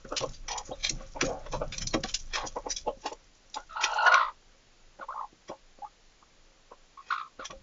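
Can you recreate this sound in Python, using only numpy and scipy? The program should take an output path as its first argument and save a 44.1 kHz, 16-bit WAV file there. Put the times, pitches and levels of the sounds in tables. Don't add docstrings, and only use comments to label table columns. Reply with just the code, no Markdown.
import sys
import numpy as np
from scipy import signal
from scipy.fft import rfft, irfft
from scipy.io import wavfile

SR = 44100
rng = np.random.default_rng(int(sys.argv[2]) if len(sys.argv) > 2 else 0)


def int16_out(signal):
    q = np.round(np.clip(np.atleast_2d(signal).T, -1, 1) * 32767)
    wavfile.write(sys.argv[1], SR, q.astype(np.int16))


N = 336042
T = np.arange(N) / SR
FIRM_CALL_DB = -30


def from_db(db):
    return 10 ** (np.asarray(db) / 20)


def rms_one(x):
    return x / np.sqrt(np.mean(x ** 2) + 1e-20)


def wobble(t, per_s):
    steps = rng.standard_normal(len(t))
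    return np.interp((t - t[0]) * per_s, np.arange(len(t)), steps)


def coloured(x, spectrum, tilt_db_per_oct=0, ripple_db=0):
    f = np.maximum(np.fft.rfftfreq(len(x), 1 / SR), 1)
    hz, db = np.transpose(spectrum)
    outside_oct = np.abs(np.log2(f / np.clip(f, hz[0], hz[-1])))
    db = np.interp(np.log(f), np.log(hz), db) - 24 * outside_oct
    db = db + tilt_db_per_oct * np.log2(np.maximum(f / 1000, 1)) + ripple_db * wobble(f, 1 / 190)
    return irfft(rfft(x) * from_db(db), len(x))


def noise(spectrum, size=N):
    return rms_one(coloured(rng.standard_normal(size), spectrum))


def resonance(x, hz, width_hz):
    r = np.exp(-np.pi * width_hz / SR)
    poles = [1, -2 * r * np.cos(2 * np.pi * hz / SR), r * r]
    return signal.lfilter(np.array([1, 0, -1]) * (1 - r * r) / 2, poles, x)


def ring(x, modes):
    return sum(from_db(db) * resonance(x, hz, width_hz) for hz, width_hz, db in modes)


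def butter(x, order, hz, kind="low"):
    return signal.sosfilt(signal.butter(order, hz, kind, fs=SR, output="sos"), x)


def swell(peak_s, rise_s, fall_s, rounding_s=0):
    t = np.arange(-SR // 8, SR // 4) / SR
    span_s = np.maximum(np.where(t < 0, rise_s, fall_s), 1e-4)
    pointed = np.exp(-np.abs(t) / span_s)
    rounded = np.exp((rounding_s - np.hypot(t, rounding_s)) / span_s)
    return peak_s + t, rounded * np.linalg.norm(pointed) / np.linalg.norm(rounded)


def add(track, t, sound):
    at = round(t[0] * SR) + np.arange(len(t))
    inside = (at >= 0) & (at < N)
    track[at[inside]] += sound[inside]


# (frequency [Hz], level [dB])
FEATHER_SPECTRUM = [(200, -27), (600, -9.5), (1100, -7.5), (1800, -0.5), (2600, -4), (3400, 0.5),
                    (4500, -2), (5800, 5.5), (7200, -5.5)]
# (time [s], level [dB])
RUSTLE_LEVELS = [(0, -58.5), (.9, -57), (1.1, -54.5), (2.2, -56.5), (2.9, -60), (3.3, -70), (3.9, -51),
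                 (4.4, -86)]
def rustle(clump_db=7.5, clumps_per_s=22, flick_db=8, flicks_per_s=300):
    flicks = rms_one(from_db(clump_db * wobble(T, clumps_per_s) + flick_db * wobble(T, flicks_per_s)))
    vanes = coloured(flicks * rng.standard_normal(N), FEATHER_SPECTRUM, tilt_db_per_oct=13)
    return from_db(np.interp(T, *np.transpose(RUSTLE_LEVELS))) * rms_one(vanes)


# (time [s], level [dB])
DRAUGHT_LEVELS = [(0.0, -51), (0.1, -46), (1.65, -40), (2.9, -46.5), (3.15, -58.5), (7.37, -65), (7.6, -44)]
# (frequency [Hz], level [dB])
DRAUGHT_SPECTRUM = [(20, 8), (33, -2), (48, -13.5), (70, -15), (130, -23.5), (260, -30.5)]
def draught():
    return from_db(np.interp(T, *np.transpose(DRAUGHT_LEVELS))) * noise(DRAUGHT_SPECTRUM)


# (frequency [Hz], level [dB])
HISS_SPECTRUM = [(41, -32.5), (70, -6.5), (477, -7), (1060, -11.5), (2950, -12), (7200, -14)]
def hiss(level_db=-63.5):
    return from_db(level_db) * noise(HISS_SPECTRUM)


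# (frequency [Hz], width [Hz], gain [dB])
PERCH_MODES = [(130, 45, -4), (242, 39, -3.5), (312, 20, 1.5), (539, 17, 12.5), (610, 25, -4.5),
               (783, 28, 0), (1150, 42, 1.5), (1300, 110, -4)]
# (time [s], level [dB])
SHUFFLE_LEVELS = [(0, -64), (1.75, -60), (2.5, -62), (3.3, -76)]
def shuffle(clump_db=6, clumps_per_s=25, scratch_db=-15):
    scrapes = rng.standard_normal(N) * from_db(clump_db * wobble(T, clumps_per_s))
    wood = ring(scrapes, PERCH_MODES) + from_db(scratch_db) * resonance(scrapes, 1300, 1800)
    return from_db(np.interp(T, *np.transpose(SHUFFLE_LEVELS))) * rms_one(wood)


# (time [s], level [dB], twice the skid's fall [s], hardness [Hz], place on perch [0-1])
PERCH_KNOCKS = [(0.054, -42, 0.018, 1380, 0.29), (.21, -34, 0.024, 600, 0.44),
                (0.694, -42.5, 0.019, 280, 0.3), (0.91, -42, 0.023, 500, 0.26),
                (1.01, -44, 0.014, 1900, .21), (1.229, -28, 0.022, 610, .27),
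                (1.242, -35, 0.087, 504, 0.37), (1.947, -21.5, 0.012, 1800, 0.23),
                (1.9597, -22, 0.0029, 700, 0.23), (1.975, -36.5, 0.018, 260, 0),
                (2.045, -32.5, 0.015, 1500, 0.24), (2.441, -41, 0.037, 400, 0.32),
                (2.883, -32, 0.012, 980, 0.17), (2.971, -55.5, 0.031, 280, .27),
                (4.998, -39.5, 0.0068, 1400, 0.12), (5.329, -58.5, 0.03, 420, 0.26),
                (5.5, -32.5, 0.0053, 740, 0.21), (5.788, -53.5, .018, 600, .21),
                (7.393, -42, 0.018, 1097, 0.37), (7.506, -42.5, 0.015, 2500, 0.5),
                (7.531, -44.5, 0.019, 400, 0.06)]
def knocks(scuff_db=5, all_skid_db=-41.5, blow_per_db=0.32, spread_db=2, thud_db=-13):
    out = np.zeros(N)
    for peak_s, db, length_s, hardness_hz, place in PERCH_KNOCKS:
        t, envelope = swell(peak_s, rise_s=0.0041, fall_s=length_s / 2)
        skid = envelope * rng.standard_normal(len(t)) * from_db(scuff_db * wobble(t, 600))
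        blow_share = np.clip(blow_per_db * (all_skid_db - db), 0, 0.5)
        blow = envelope == envelope.max()
        contacts = (1 - blow_share) * skid / np.linalg.norm(skid) + blow_share * blow
        contacts = butter(contacts, 2, hardness_hz)
        wood = from_db(thud_db) * resonance(contacts, 300, 600)
        for k, (hz, width_hz, mode_db) in enumerate(PERCH_MODES, 1):
            gain = np.sin(k * np.pi * place) * from_db(mode_db + spread_db * rng.standard_normal())
            wood += gain * resonance(contacts, hz, width_hz)
        add(out, t, from_db(db) * rms_one(wood) * np.sqrt(length_s * SR / len(t)))
    return out


# (time [s], level [dB], fall [s], lower formant [Hz], upper formant [Hz], upper gain [dB])
CLUCK_CALLS = [(0.126, -29.5, 0.015, 490, 1300, -1.5), (0.238, -29, 0.014, 503, 1090, -5),
               (0.718, -29.5, 0.0098, 516, 800, -1.5), (1.165, -32.5, 0.012, 567, 920, -3),
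               (1.308, -31, 0.043, 476, 693, 6), (1.541, -26.5, 0.014, 497, 984, 3),
               (1.62, -27, 0.015, 570, 1312, -6), (2.57, -25, 0.01, 540, 957, -0.5),
               (2.669, -30.5, 0.014, 468, 850, 0.5), (2.881, -23.5, 0.014, 535, 926, -6),
               (3.059, -26.5, 0.013, 370, 850, 6), (3.12, -32.5, 0.0082, 505, 924, -4),
               (3.57, -32.5, 0.015, 847, 1330, -21), (5.516, -35, 0.012, 572, 885, 5),
               (6.227, -48, 0.0052, 873, 1202, 0.5), (6.72, -40.5, 0.0098, 524, 1030, 5)]
def clucks(firm_hz=276.1, hz_per_db=2.5, jitter=0.0791, shimmer_db=3, air=0.11, beak_db=-26, bend=0.048):
    out = np.zeros(N)
    for peak_s, db, fall_s, lower_hz, upper_hz, upper_db in CLUCK_CALLS:
        t, envelope = swell(peak_s, 0.52 * fall_s, fall_s)
        pitch_hz = firm_hz + hz_per_db * (db - FIRM_CALL_DB)
        cycles = np.cumsum(pitch_hz * (1 + jitter * wobble(t, pitch_hz))) / SR
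        pulses = np.diff(np.floor(cycles), prepend=0) * from_db(shimmer_db * wobble(t, pitch_hz))
        syrinx = pulses + air * rng.standard_normal(len(t))
        throat = resonance(syrinx, lower_hz, 95) - from_db(upper_db) * resonance(syrinx, upper_hz, 110)
        chest_db = -13 - 7.5 * np.log2(lower_hz / 520)
        chest = from_db(chest_db) * resonance(syrinx, pitch_hz, 95)
        beak_hz = 2550 * np.exp(rng.standard_normal() / 10)
        voice = butter(throat - chest, 4, 1500) + from_db(beak_db) * resonance(syrinx, beak_hz, 290)
        bent_s = t + 2 * bend * fall_s * np.log(np.cosh((t - peak_s) / (2 * fall_s)))
        add(out, t, from_db(db) * envelope * rms_one(np.interp(bent_s, t, voice)))
    return out


def stroke(t, tilt_db_per_oct, flutter_db=1, quills_per_s=520, snag_db=4.5, snags_per_s=130):
    flicks = rms_one(from_db(flutter_db * wobble(t, quills_per_s) + snag_db * wobble(t, snags_per_s)))
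    groups = []
    for _ in range(2):
        friction = flicks * rng.standard_normal(len(t))
        groups.append(rms_one(coloured(friction, FEATHER_SPECTRUM, tilt_db_per_oct, ripple_db=6)))
    blend_rad = wobble(t, 70) / 2
    return np.cos(blend_rad) * groups[0] + np.sin(blend_rad) * groups[1]


# (time [s], relative level [dB], fall [s], tilt [dB/octave])
WING_CLAPS = [(0.166, -20.5, 0.013, 1), (0.182, -21, 0.003, 2), (0.206, -28.5, 0.0098, -1),
              (0.335, -43, 0.022, 4), (0.483, -34, 0.044, -4), (0.896, -27.5, 0.0088, 7.5),
              (1.213, -17.5, 0.0057, -2), (1.523, -34, 0.018, 0.5), (1.725, -31, 0.017, -5),
              (1.783, -22.5, 0.0046, 7), (1.873, -30, 0.0055, 7), (2.039, -25, 0.011, -2.5),
              (2.143, -25, 0.011, 4.5), (2.336, -21, 0.014, -1), (2.764, -24.5, 0.015, 6.5),
              (3.545, -30.5, 0.0075, 5), (3.812, -30.5, 0.022, -4.5), (4.067, -25, 0.0086, -8.5),
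              (4.124, -24.5, 0.0025, -8), (4.144, -23, 0.0023, -3.5), (7.508, -40, 0.0064, -5.5)]
# (time [s], relative level [dB], fall [s], tilt [dB/octave])
WING_SWISHES = [(0.519, -28, 0.0092, 0.5), (0.583, -29.5, 0.0033, 5.5), (0.67, -38.5, 0.017, 23.5),
                (0.851, -25.5, 0.018, 0), (1.221, -30.5, 0.017, -12.5), (1.255, -32, 0.018, 4),
                (1.465, -41, 0.012, -12), (1.824, -28, 0.0075, 2.5), (1.943, -21, 0.0041, -4),
                (2.091, -32, 0.0099, 2), (2.377, -32.5, 0.029, -5), (2.474, -27, 0.0062, 14),
                (2.712, -26, 0.0099, 4.5), (3.063, -36, 0.015, -2.5), (3.128, -36.5, 0.0025, 4.5),
                (3.843, -20.5, 0.011, -3), (3.897, -31, 0.005, -7), (5.49, -36, 0.0043, -5),
                (7.108, -48.5, 0.039, -6), (7.457, -33, 0.0088, 1)]
# (frequency [Hz], width [Hz], gain [dB])
WING_MODES = [(2460, 160, 5), (3245, 92, 0), (4050, 94, -1)]
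def wings(gain_db=-1):
    out = rustle()
    for peak_s, db, fall_s, tilt_db_per_oct in WING_CLAPS:
        t, envelope = swell(peak_s, 0.0018, fall_s)
        add(out, t, from_db(db) * envelope * stroke(t, tilt_db_per_oct))
    for peak_s, db, fall_s, tilt_db_per_oct in WING_SWISHES:
        t, envelope = swell(peak_s, 0.82 * fall_s, fall_s, rounding_s=0.004)
        add(out, t, from_db(db) * envelope * stroke(t, tilt_db_per_oct))
    return from_db(gain_db) * butter(out + ring(out, WING_MODES), 2, 300, "high")


# (time [s], level [dB])
GUST_PEAKS = [(0.297, -43.5), (0.963, -39), (1.277, -35.5), (1.574, -32.5), (1.694, -37), (1.839, -34.5),
              (1.998, -40)]
# (frequency [Hz], level [dB])
GUST_SPECTRUM = [(30, 14.5), (60, -19.5), (130, 3), (200, -9.5), (400, -26), (800, -26.5)]
def gusts():
    out = np.zeros(N)
    for peak_s, db in GUST_PEAKS:
        t, envelope = swell(peak_s, rise_s=0.042, fall_s=0.041)
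        add(out, t, from_db(db) * envelope * noise(GUST_SPECTRUM, len(t)))
    return out


CRY_ATTACK_S, CRY_RELEASE_S = 0.00697, 0.0056
def cry_gate(start_s, end_s):
    t = start_s + np.arange(SR * 3 // 4) / SR
    return t, np.clip(np.minimum((t - start_s) / CRY_ATTACK_S, (end_s - t) / CRY_RELEASE_S), 0, 1)


CRY_OVERTONES_DB = [-17.5, -22.5, -47]
# (frequency [Hz], level [dB])
BREATH_SPECTRUM = [(1500, -1), (2000, -4.5), (3000, -6), (4300, -8), (6500, -16)]
def cry(t, pitch_hz, db, depth, rasp, overtones_db, throb,
        trill_hz=54.5, jitter=0.034, shimmer=0.28, smear_rad=0.55, rasp_per_s=660, breath_db=-22):
    effort_db = db - FIRM_CALL_DB
    sweep_hz = (trill_hz - 0.5 * effort_db) * (1 + 0.046 * wobble(t, trill_hz))
    trill_rad = 2 * np.pi * (np.cumsum(sweep_hz) / SR - trill_hz * CRY_ATTACK_S)
    sweep = np.tanh(1.15 * np.sin(trill_rad) + 0.33 * wobble(t, 2 * trill_hz))
    phase = 2 * np.pi * np.cumsum(pitch_hz * (1 + depth * sweep + jitter * wobble(t, 700))) / SR
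    edge = from_db(overtones_db + 0.64 * np.minimum(effort_db, 0))
    overtones = sum(from_db(level_db) * np.sin(k * phase + smear_rad * wobble(t, rasp_per_s))
                    for k, level_db in enumerate(CRY_OVERTONES_DB, 2))
    tone = np.sin(phase) + edge * overtones
    tone *= 1 + shimmer * wobble(t, 250) + 0.3 * rasp * wobble(t, rasp_per_s)
    subharmonic = from_db(-2) * np.sin(phase / 2)
    half_harmonics = from_db(-17) * edge * (np.sin(1.5 * phase) + np.sin(2.5 * phase))
    tone += rasp * (subharmonic + half_harmonics)
    tone *= 1 + throb * (1 - rasp) * np.tanh(20 * depth) * np.cos(trill_rad)
    tone += edge * from_db(breath_db) * noise(BREATH_SPECTRUM, len(t))
    return from_db(db + 2 * wobble(t, trill_hz)) * np.sqrt(2) * tone


# (frequency [Hz], gain [dB])
OPEN_THROAT = [(400, -13.5), (600, -0.5), (900, 0.5), (1150, 0.5), (1500, 4), (2050, 2.5), (2600, -6),
               (3700, 3), (4250, 1), (5200, -4)]
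# (start [s], length [s], level [dB], fade [dB], first pitch [Hz], last pitch [Hz],
# trill depth [share of pitch], rasp [0-1], overtone gain [dB])
WHINE_CALLS = [(0.494, 0.13, -37.5, 3.5, 880, 883, 0.17, 1, -12),
               (2.363, 0.11, -36.5, 6.5, 1082, 802, 0.22, 0.93, 7),
               (3.567, 0.074, -45.5, 22, 1370, 1465, 0.01, 0.84, 16.5),
               (3.692, 0.092, -52, -6, 1363, 1193, 0.034, 0.24, 17.5),
               (5.007, 0.045, -42, 2.5, 1516, 810, 0.12, 0.73, 3),
               (5.082, 0.059, -36.5, 3, 980, 1322, 0.13, 0.3, -10),
               (5.139, 0.071, -39.5, 0, 865, 1220, 0.16, 0.18, -10),
               (5.206, 0.055, -32.5, 16.5, 977, 897, 0.14, 0.12, -10),
               (5.818, 0.036, -36, -4, 818, 832, 0.017, 0.1, -14.5),
               (5.845, 0.037, -49.5, 7, 1060, 1283, 0.052, 0, -1),
               (6.971, 0.042, -46.5, -2.5, 1073, 1110, 0.072, 0, 4.5),
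               (7.101, 0.045, -32, -1, 1310, 1220, 0.18, 0, 5),
               (7.141, 0.029, -36.5, 4, 1278, 1260, 0.12, 0, 10),
               (7.175, 0.11, -37, 21.5, 1260, 1134, 0.11, 0, 12.5),
               (7.391, 0.068, -45.5, 1.5, 1450, 1000, 0.08, 0.33, 15.5)]
def whines():
    out = np.zeros(N)
    for start_s, length_s, db, fade_db, first_hz, last_hz, depth, rasp, overtones_db in WHINE_CALLS:
        t, gate = cry_gate(start_s, start_s + length_s)
        progress = np.minimum((t - start_s) / length_s, 1)
        pitch_hz = first_hz + (last_hz - first_hz) * progress
        add(out, t, gate * cry(t, pitch_hz, db - fade_db * progress, depth, rasp, overtones_db, 0.75))
    return coloured(out, OPEN_THROAT)


# (time [s], level [dB], pitch [Hz])
SQUEAK_PEAKS = [(0.731, -44.5, 3800), (1.912, -40.5, 4230)]
def squeaks(sag_hz_per_s=5000, jitter=0.026):
    out = np.zeros(N)
    for peak_s, db, hz in SQUEAK_PEAKS:
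        t, envelope = swell(peak_s, rise_s=0.003, fall_s=0.013)
        pitch_hz = (hz - sag_hz_per_s * (t - peak_s)) * (1 + jitter * wobble(t, 870))
        add(out, t, from_db(db) * envelope * np.sin(2 * np.pi * np.cumsum(pitch_hz) / SR))
    return out


# (time [s], relative level [dB])
SQUAWK_EFFORT = [(3.745, -47.5), (3.767, -31), (3.89, -31), (3.965, -30.5), (3.992, -28.5), (4.025, -28),
                 (4.055, -21.5), (4.072, -17), (4.108, -24), (4.127, -20), (4.147, -17), (4.175, -21.5),
                 (4.225, -28.5), (4.299, -37.5), (4.335, -69)]
# (time [s], trill depth [share of pitch], rasp [0-1], overtone gain [dB], throat pinch [0-1])
SQUAWK_TIMBRE = [(3.78, .26, .2, 1, .6), (3.88, .27, .3, 1, .8), (3.93, .27, .8, 2, 1),
                 (3.99, .3, .3, 2, 1), (4.05, .26, .75, 0, .6), (4.135, .22, .65, -1, .3),
                 (4.16, .22, .2, 2, 0), (4.3, .18, .15, 4, 0)]
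# (frequency [Hz], width per stage [Hz], gain [dB])
NASAL_FORMANTS = [(800, 445, 3), (1400, 290, 4.5), (2900, 360, 9.5), (4300, 840, 7.5)]
def squawk(gain_db=-1, firm_hz=1135, hz_per_db=9):
    out = np.zeros(N)
    t, gate = cry_gate(SQUAWK_EFFORT[0][0], SQUAWK_EFFORT[-1][0])
    db = np.interp(t, *np.transpose(SQUAWK_EFFORT)) + gain_db
    pitch_hz = firm_hz + hz_per_db * np.maximum(db - FIRM_CALL_DB, -6)
    times_s, *columns = np.transpose(SQUAWK_TIMBRE)
    depth, rasp, overtones_db, pinch = [np.interp(t, times_s, column) for column in columns]
    syrinx = gate * cry(t, pitch_hz, db, depth, rasp, overtones_db, throb=0.5 * (1 - pinch))
    nasal = sum(from_db(peak_db) * resonance(resonance(syrinx, hz, width_hz), hz, width_hz)
                for hz, width_hz, peak_db in NASAL_FORMANTS)
    add(out, t, pinch * nasal + (1 - pinch) * coloured(syrinx, OPEN_THROAT))
    return out


def cut_cry_bass(x, cutoff_hz=480):
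    return butter(x, 4, cutoff_hz, "high")


# (delay [s], gain [dB])
WALL_ECHOES = [(.0026, -15), (.0047, -16), (.0083, -13.5)]
# (frequency [Hz], width [Hz], gain [dB])
COOP_MODES = [(312, 26, -10), (528, 53, -5.5)]
def coop(x, t60_s=0.077, tail_db=-11, build_s=0.0094):
    t = T[:SR // 3]
    tail = rng.standard_normal(len(t)) * from_db(-60 * t / t60_s) * (1 - np.exp(-t / build_s))
    response = from_db(tail_db) * tail / np.linalg.norm(tail)
    response[0] += 1
    for delay_s, db in WALL_ECHOES:
        response[round(delay_s * SR)] += from_db(db)
    response += ring(response, COOP_MODES)
    return signal.fftconvolve(x, response / np.linalg.norm(response))[:N]


def scene():
    scuffle = wings() + clucks() + cut_cry_bass(whines() + squawk()) + squeaks() + knocks() + shuffle()
    return (coop(scuffle) + draught() + gusts() + hiss())[None]


def record(dry, cutoff_hz=7250):
    return signal.sosfilt(signal.ellip(10, 0.3, 75, cutoff_hz, fs=SR, output="sos"), dry)


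dry = scene()
out = record(dry)
int16_out(out)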